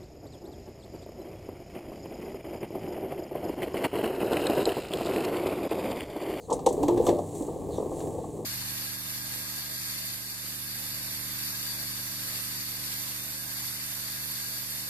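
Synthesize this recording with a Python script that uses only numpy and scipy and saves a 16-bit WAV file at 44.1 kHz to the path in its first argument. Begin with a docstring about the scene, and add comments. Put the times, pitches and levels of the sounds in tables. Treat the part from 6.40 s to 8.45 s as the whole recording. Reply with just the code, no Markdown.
"""A robotic lawn mower backs out of its charging dock in a garden and rolls over hard ground. Close by, hollow
knocks (bands of noise and ringing modes) and sharp plastic clicks crowd the first 0.8 s, then thin out. Random
bumps rumble in the shell over a soft bass, wavering tones make the low motor hum, and coloured random grains
make the gritty hiss and crunch. Faint falling chirps, sliding bands of noise, sound far off at the start and
again at about 1.3 s."""
import sys
import numpy as np
from scipy import signal
from scipy.fft import rfft, irfft, next_fast_len
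from scipy.io import wavfile

SR = 44100
rng = np.random.default_rng(int(sys.argv[2]) if len(sys.argv) > 2 else 0)


def generate_wav(signal):
    """Clip the signal to [-1, 1] and save it as 16-bit WAV at the path in sys.argv[1]."""
    frames = np.transpose(np.atleast_2d(signal))
    scaled = np.clip(frames, -1, 1) * 32767
    pcm = np.round(scaled).astype(np.int16)
    wavfile.write(sys.argv[1], SR, pcm)


N = 90404
T = np.arange(N) / SR
SIZE = 2 * next_fast_len(N // 2 + SR // 4)  # FFT length, with room for filter tails
FREQS = np.maximum(np.arange(SIZE // 2 + 1) * SR / SIZE, 1)


def from_db(db):
    """Decibels to gain."""
    return 10 ** (np.asarray(db) / 20)


def rms_one(x):
    """Scale to rms 1."""
    return x / np.sqrt(np.mean(x ** 2) + 1e-20)


def level(rows):
    """Gain over time from (t/s, level/dB) rows."""
    return from_db(np.interp(T, *np.transpose(rows)))


def gains(points):
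    """Gain over frequency from (f/Hz, level/dB) rows, drawn on a log frequency axis."""
    hz, db = np.transpose(points)
    return from_db(np.interp(np.log(FREQS), np.log(hz), db))


def colour(x, points, tilt_db=0):
    """Minimum-phase filter with the given spectrum and tilt in dB per octave; white noise keeps its power."""
    octaves = np.log2(np.maximum(FREQS, points[0][0]))
    gain = rms_one(gains(points) * from_db(tilt_db * octaves))
    # folding the cepstrum forward in time makes the filter causal
    cepstrum = irfft(np.log(gain + 1e-9))
    cepstrum[1:SIZE // 2] *= 2
    cepstrum[SIZE // 2 + 1:] = 0
    response = np.exp(rfft(cepstrum))
    return irfft(rfft(x, SIZE) * response)[..., :N]


def stereo(pair, width):
    """Left and right from a middle sound and an unrelated side sound, weighted by the width spectrum."""
    middle = pair[0]
    side = irfft(rfft(pair[1], SIZE) * gains(width))[:N]
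    return np.array([middle + side, middle - side])


def drift(rate):
    """Random wander, rms 1, whose spectrum is 6 dB down at rate in Hz."""
    spectrum = rfft(rng.standard_normal(SIZE)) / (1 + (FREQS / rate) ** 2)
    return rms_one(irfft(spectrum)[:N])


def ring(x, hz, t60):
    """Two-pole resonator: a unit click sets a sine of initial height 1 ringing."""
    radius = from_db(-60 / (t60 * SR))
    angle = 2 * np.pi * hz / SR
    return signal.lfilter([0, np.sin(angle)], [1, -2 * radius * np.cos(angle), radius * radius], x + 1e-18)


def blow(s, t60, attack):
    """Envelope of a contact: quick attack, exponential decay."""
    age = np.maximum(T - s, 0)
    rise = np.sin(np.pi / 2 * np.minimum(age / attack, 1)) ** 2
    return rise * np.exp(-np.log(1000) * np.minimum(age / t60, 2))


def grains(per_s, spread_db):
    """Two random streams of tiny contacts of uneven size and either sign, rms 1."""
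    sizes = from_db(spread_db * np.minimum(rng.exponential(1, (2, N)), 5))
    signed = sizes * rng.choice([-1, 1], (2, N))
    return rms_one(signed * (rng.random((2, N)) < per_s / SR))


def shudder(points):
    """Dense plastic modes as coloured noise with its beating evened out, rms 1."""
    x = colour(rng.standard_normal((2, N)), points)
    even = np.cos(np.angle(signal.hilbert(x, SIZE)))  # keep the phase, drop the envelope
    passband = np.minimum(gains(points) / gains(points).max() * 2, 1)
    return rms_one(irfft(rfft(even) * passband)[:, :N])


# hollow knocks: t/s, thud level/dB, clack level/dB, ring level/dB, f/Hz of the pitch that rings most
KNOCK_HITS = [(0.082, -36, -41, -59, 480), (0.096, -29.5, -29, -41, 840), (0.110, -33, -28, -27, 480),
              (0.118, -22, -20, -22, 460), (0.191, -44, -33, -44, 760), (0.264, -18.5, -31, -13, 523),
              (0.27, -25, -21.5, -23.5, 849), (0.306, -18, -37, -21.5, 412), (0.377, -20.5, -44, -39, 412),
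              (0.403, -22, -37, -30, 302), (0.431, -23, -19.5, -23, 283), (0.482, -21.5, -23.5, -19, 350),
              (0.490, -28, -19, -39, 864), (0.519, -22, -40, -21.5, 350), (0.570, -18.5, -40, -24, 325),
              (0.598, -22, -31, -23.5, 480), (0.666, -20, -19, -24, 630), (0.683, -15, -25, -20.5, 329),
              (0.691, -20.5, -59, -16.5, 614), (0.709, -30, -34, -37, 596), (0.726, -18.5, -46, -27.5, 600),
              (0.790, -28, -33, -28, 687), (1.005, -36, -40.5, -29.5, 291), (1.026, -28, -48, -44, 435),
              (1.082, -27.5, -32.5, -48, 410), (1.160, -27.5, -37.5, -45, 680),
              (1.381, -25.5, -27.5, -39, 474), (1.399, -23, -35.5, -39, 415), (1.424, -24.5, -35, -39, 420),
              (1.458, -25.5, -38.5, -44, 358), (1.516, -28.5, -34.5, -34.5, 487),
              (1.783, -28, -44, -38, 480), (1.839, -46, -31.5, -60, 770), (1.986, -34, -45.5, -34, 490)]
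# relative spectrum of the dead thud: f/Hz, level/dB
THUD_SPECTRUM = [(40, -55.5), (150, -11.5), (240, -6.5), (330, 0.5), (500, 6), (620, -3.5), (900, -22),
                 (1500, -41), (3000, -61.5)]
# relative spectrum of the clack: f/Hz, level/dB
CLACK_SPECTRUM = [(200, -31.5), (520, -12.5), (700, -5.5), (880, -2.5), (1150, -10), (1350, -14.5),
                  (1600, -62), (3000, -62)]
# hollow modes rung by the knocks, also heard in the rolling: f/Hz, relative level/dB, t60/s
SHELL_MODES = [(292.9, 5, 0.21), (347, 2.5, 0.31), (403.5, -32, 0.34), (475, 3, 0.098), (509, 1.5, 0.11),
               (589.6, -7, 0.41), (695.3, 4.5, 0.062), (785, 13, 0.065), (898, 13, 0.027), (1007, 0, 0.048)]
# stereo spread of the knocks, also used for the rolling: f/Hz, side level/dB against middle
BODY_SPREAD = [(50, -12.5), (150, -9.5), (350, -15.5), (600, -16), (1100, -9.5), (1500, -26)]
THUD_T60_S, CLACK_T60_S, KNOCK_ATTACK_S = 0.068, 0.059, 0.0042
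RING_WIDTH_OCT, RING_FLOOR_DB = 0.14, -22.5  # how far a knock reaches to other modes
RING_WAVER_HZ, RING_WAVER_RATE_HZ = 4.02, 19.4
RING_LOW_HZ, RING_HIGH_HZ = 196, 1176
CLACK_LEFT_DB = 0.2  # left raised, right lowered by this


def knocks():
    """Each knock is a thud and a clack, and feeds hollow modes near its pitch; their energy adds up and dies
    away."""
    s, thud_db, clack_db, ring_db, pitch = np.transpose(KNOCK_HITS)
    thud_level = sum(from_db(db) * blow(at, THUD_T60_S, KNOCK_ATTACK_S) for at, db in zip(s, thud_db))
    clack_level = sum(from_db(db) * blow(at, CLACK_T60_S, KNOCK_ATTACK_S) for at, db in zip(s, clack_db))
    thud = thud_level * shudder(THUD_SPECTRUM)
    clack = clack_level * shudder(CLACK_SPECTRUM)
    rings = 0
    for hz, db, t60 in SHELL_MODES:
        near = np.exp(-(np.log2(hz / pitch) / RING_WIDTH_OCT) ** 2) + from_db(RING_FLOOR_DB)
        hits = np.bincount((s * SR).astype(int), (from_db(ring_db + db) * near) ** 2, N)
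        energy = signal.lfilter([1], [1, -np.exp(-2 * np.log(1000) / (t60 * SR))], hits + 1e-18)
        wavering_hz = hz + RING_WAVER_HZ * drift(RING_WAVER_RATE_HZ)
        cycles = np.cumsum(wavering_hz) / SR + rng.random((2, 1))
        rings = rings + np.sqrt(energy) * np.sin(2 * np.pi * cycles)
    band = signal.butter(5, [RING_LOW_HZ, RING_HIGH_HZ], "band", fs=SR, output="sos")
    rings = signal.sosfilt(band, rings)
    clack_balance = from_db([[CLACK_LEFT_DB], [-CLACK_LEFT_DB]])
    return stereo(thud + rings, BODY_SPREAD) + stereo(clack, BODY_SPREAD) * clack_balance


# sharp clicks: t/s, level/dB, t60/s, tilt/dB per octave, sparkle level/dB
CLICK_HITS = [(0.101, -46, 0.21, 2.5, -3), (0.1259, -33.5, 0.066, 9, -21), (0.191, -46.5, 0.02, 0, -6),
              (0.2612, -28.5, .045, 0.5, -1), (0.288, -39, 0.054, 5, -12), (0.3263, -39, 0.029, 11, -3),
              (0.4297, -37.5, 0.037, -1.5, 9), (0.4811, -33.5, 0.029, -4.5, 10),
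              (0.5735, -40.5, 0.071, -7.5, -2), (0.665, -34.5, .06, -2, 9), (0.674, -38.5, 0.052, 0, 2),
              (0.687, -30.5, 0.057, -9, 12), (0.691, -46, 0.024, 0, 13), (0.786, -47.5, .04, 2, -4),
              (0.949, -50.5, .12, 8, 0), (1.022, -44.5, 0.02, 13, -7), (1.603, -45.5, 0.026, -5.5, 2)]
# relative spectrum of the crack, before tilt and sparkle: f/Hz, level/dB
CRACK_SPECTRUM = [(600, -11), (1700, -5.5), (2400, -8.5), (3500, 1), (4400, -1.5), (5100, -6), (6200, 1.5),
                  (7700, 1.5), (8700, -1), (9600, -8.5), (12000, -11.5), (15500, -24)]
# ringing small hard parts: f/Hz, level/dB against the click before the overall ring level and tilt, t60/s
HARD_PART_MODES = [(2720, -15, .1), (3400, -16, .05), (3664, -7, 0.022), (4570, -14, 0.044),
                   (5800, -8.5, 0.042), (6420, -21, 0.056), (7000, -33, .07), (7770, -3, 0.062),
                   (8780, -8, 0.034)]
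# stereo spread of the clicks: f/Hz, side level/dB against middle
CLICK_SPREAD = [(1800, -2), (2500, -14), (3400, -14.5), (5000, -21), (6500, -22), (8500, -7), (11000, 2),
                (15000, -1)]
CLICK_TAIL_DB, CLICK_TAIL_T60_S, ATTACK_S = -11, 0.21, 0.0019
CLICK_GRAINS_PER_S, CLICK_SPREAD_DB = 18000, 2
SPARKLE_HZ, CLICK_RING_DB = 10500, -5


def clicks():
    """Hard plastic snaps: a gritty crack with a faint tail, more or less sparkle on top, and a short bright ring."""
    out = np.zeros((2, N))
    for s, db, t60, tilt_db, sparkle_db in CLICK_HITS:
        tail = from_db(CLICK_TAIL_DB) * blow(s, CLICK_TAIL_T60_S, ATTACK_S)
        envelope = blow(s, t60, ATTACK_S) + tail
        spectrum = [(hz, band_db + sparkle_db * (hz > SPARKLE_HZ)) for hz, band_db in CRACK_SPECTRUM]
        crack = envelope * grains(CLICK_GRAINS_PER_S, CLICK_SPREAD_DB)
        out += from_db(db) * colour(crack, spectrum, tilt_db)
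    s, db, _, tilt_db, _ = np.transpose(CLICK_HITS)
    for hz, mode_db, t60 in HARD_PART_MODES:
        hits = np.zeros(N)
        tilted = np.minimum(tilt_db * np.log2(hz / 7000), 3)  # each click's tilt, pivoting at 7 kHz
        # each mode starts one to two attack times into the click
        starts = s + ATTACK_S * rng.uniform(1, 2, len(s))
        hits[(starts * SR).astype(int)] = from_db(db + CLICK_RING_DB + mode_db + tilted)
        out[0] += ring(hits, hz, t60)
    return stereo(out, CLICK_SPREAD)


# level of the rolling rumble, before the shell ring is added: t/s, level/dB
ROLL_LEVEL = [(0, -49), (.07, -52), (.14, -30), (.24, -39), (.33, -33), (.45, -29.5), (.6, -28.5),
              (.74, -31), (.9, -40.5), (1.05, -36.5), (1.15, -38), (1.42, -35.5), (1.57, -36), (1.65, -33),
              (1.9, -40.5), (2.05, -39.5)]
# relative spectrum of the rumble: f/Hz, level/dB
RUMBLE_SPECTRUM = [(60, -11.5), (230, -6.5), (290, -0.5), (380, 0), (470, -0.5), (590, -9.5), (880, -7),
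                   (1120, -15.5), (1300, -30.5), (1600, -38.5), (3000, -44.5)]
# level of the bass: t/s, level/dB
BASS_OVER_TIME = [(0, -46.5), (.25, -43.5), (.45, -48), (.55, -61), (.65, -36), (.78, -44), (.9, -50),
                  (1.3, -39), (1.65, -48.5), (2.05, -48)]
# relative spectrum of the bass: f/Hz, level/dB
BASS_SPECTRUM = [(15, 15), (30, -11), (43, 1), (55, -1.5), (82, 9.5), (135, -8), (175, 7.5), (230, -11),
                 (500, 0.5), (1500, -38.5)]
BUMPS_PER_S, BUMP_SPREAD_DB, ROLL_RING_DB = 900, 1.36, -8.5


def rolling():
    """Small bumps under the wheels rumble through the shell and ring its modes, over a soft noise bass."""
    bumps = grains(BUMPS_PER_S, BUMP_SPREAD_DB)
    body = colour(bumps, RUMBLE_SPECTRUM)
    rings = rms_one(sum(from_db(db) * ring(bumps, hz, t60) for hz, db, t60 in SHELL_MODES))
    rings = signal.sosfilt(signal.butter(6, 1100, fs=SR, output="sos"), rings)
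    rumble = level(ROLL_LEVEL) * (body + from_db(ROLL_RING_DB) * rings)
    bass = level(BASS_OVER_TIME) * colour(rng.standard_normal((2, N)), BASS_SPECTRUM)
    return stereo(rumble + bass, BODY_SPREAD)


# tones of the drive hum, around which pitch and level waver: f/Hz, rms level/dB
HUM_TONES = [(94, -51), (116, -52.5), (156, -49), (214, -56.5), (296, -49.5), (415, -49), (474, -50.5)]
HUM_WAVER_HZ, HUM_WAVER_DB = 4.05, 3  # rms wander of pitch and level
HUM_START_S, HUM_RISE_S = 0.11, 0.29


def hum():
    """The drive motors come up and hum in a few sine tones of unsteady pitch and level."""
    out = 0
    for hz, db in HUM_TONES:
        phase = 2 * np.pi * np.cumsum(hz + HUM_WAVER_HZ * drift(16.8)) / SR
        strength = np.sqrt(2) * from_db(db + HUM_WAVER_DB * drift(2.3))
        out = out + strength * np.sin(phase)
    return out * np.clip((T - HUM_START_S) / HUM_RISE_S, 0, 1)


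# level of the gritty hiss: t/s, level/dB
HISS_OVER_TIME = [(0, -61.5), (.24, -62.5), (.35, -56), (.6, -58.5), (.66, -45), (.76, -58), (.94, -53),
                  (.98, -48), (1.12, -57), (1.28, -60), (1.35, -53), (1.47, -58.5), (1.6, -49.5),
                  (1.78, -57.5), (1.96, -57.5), (2.05, -59.5)]
# relative spectrum of the hiss: f/Hz, level/dB
HISS_SPECTRUM = [(1500, -17), (4200, -16), (5200, -16), (6200, -5.5), (7600, 1.5), (9200, -3.5),
                 (11000, -11.5), (15500, -20)]
# level of the lower crunch under the wheels: t/s, level/dB
CRUNCH_OVER_TIME = [(0, -66), (.16, -54), (.24, -59), (.36, -52.5), (.7, -47), (.83, -55), (1.0, -52.5),
                    (1.28, -59), (1.37, -49.5), (1.47, -57), (1.57, -52.5), (1.61, -48.5), (1.7, -61.5),
                    (1.82, -53.5), (2.05, -61)]
# relative spectrum of the crunch: f/Hz, level/dB
CRUNCH_SPECTRUM = [(700, 21), (1700, 5), (2500, -2.5), (3600, 4.5), (4400, 6.5), (5200, -16.5), (7000, 0.5),
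                   (14000, -34)]
# stereo spread of the grit: f/Hz, side level/dB against middle
GRIT_SPREAD = [(1700, -12), (2500, -26), (6000, -59), (8000, -12.5), (10500, 1.5), (15000, 4)]
HISS_GRAINS_PER_S, CRUNCH_GRAINS_PER_S, GRAIN_SPREAD_DB = 7000, 3000, 2


def grit():
    """Fine grit hisses and crunches on the ground: two coloured streams of tiny contacts."""
    hiss = colour(grains(HISS_GRAINS_PER_S, GRAIN_SPREAD_DB), HISS_SPECTRUM)
    crunch = colour(grains(CRUNCH_GRAINS_PER_S, GRAIN_SPREAD_DB), CRUNCH_SPECTRUM)
    return stereo(level(HISS_OVER_TIME) * hiss + level(CRUNCH_OVER_TIME) * crunch, GRIT_SPREAD)


# parts of the faint far chirps: t/s, length/s, start f/Hz, end f/Hz, level/dB before fading in and out
CHIRP_SLIDES = [(0.0, 0.073, 4800, 3900, -64), (0.0, .08, 6470, 6350, -65),
                (1.305, 0.057, 4350, 4090, -58.5), (1.321, .08, 3730, 3500, -59),
                (1.351, .05, 6160, 5730, -57.5)]
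CHIRP_ROUGH_HZ = 300


def chirps():
    """Faint, hoarse falling chirps: narrow bands of noise that slide down."""
    out = 0
    for s, length, start_hz, end_hz, db in CHIRP_SLIDES:
        along = np.clip((T - s) / length, 0, 1)
        phase = 2 * np.pi * np.cumsum(start_hz + (end_hz - start_hz) * along) / SR
        voice = drift(CHIRP_ROUGH_HZ) * np.sin(phase) + drift(CHIRP_ROUGH_HZ) * np.cos(phase)
        fade = np.sqrt(np.abs(np.sin(np.pi * along)))
        out = out + from_db(db) * fade * voice
    return out


LEFT_DB = 0.36  # left raised, right lowered by this


def scene():
    """The knocks, rolling and hum lie a little to the left, with the chirps in the middle."""
    left_leaning = (knocks() + rolling() + hum()) * from_db([[LEFT_DB], [-LEFT_DB]])
    return left_leaning + clicks() + grit() + chirps()


NOTCH_HZ, NOTCH_Q = 1412, 3.06
LOW_CUT_HZ, CUTOFF_HZ = 33, 15900


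def record(dry):
    """The microphone has a notch in the mids; the deep bass and the top are cut."""
    notched = signal.lfilter(*signal.iirnotch(NOTCH_HZ, NOTCH_Q, fs=SR), dry)
    low_cut = signal.sosfilt(signal.butter(2, LOW_CUT_HZ, "high", fs=SR, output="sos"), notched)
    return signal.sosfilt(signal.ellip(12, .1, 80, CUTOFF_HZ, fs=SR, output="sos"), low_cut)


dry = scene()
out = record(dry)
generate_wav(out)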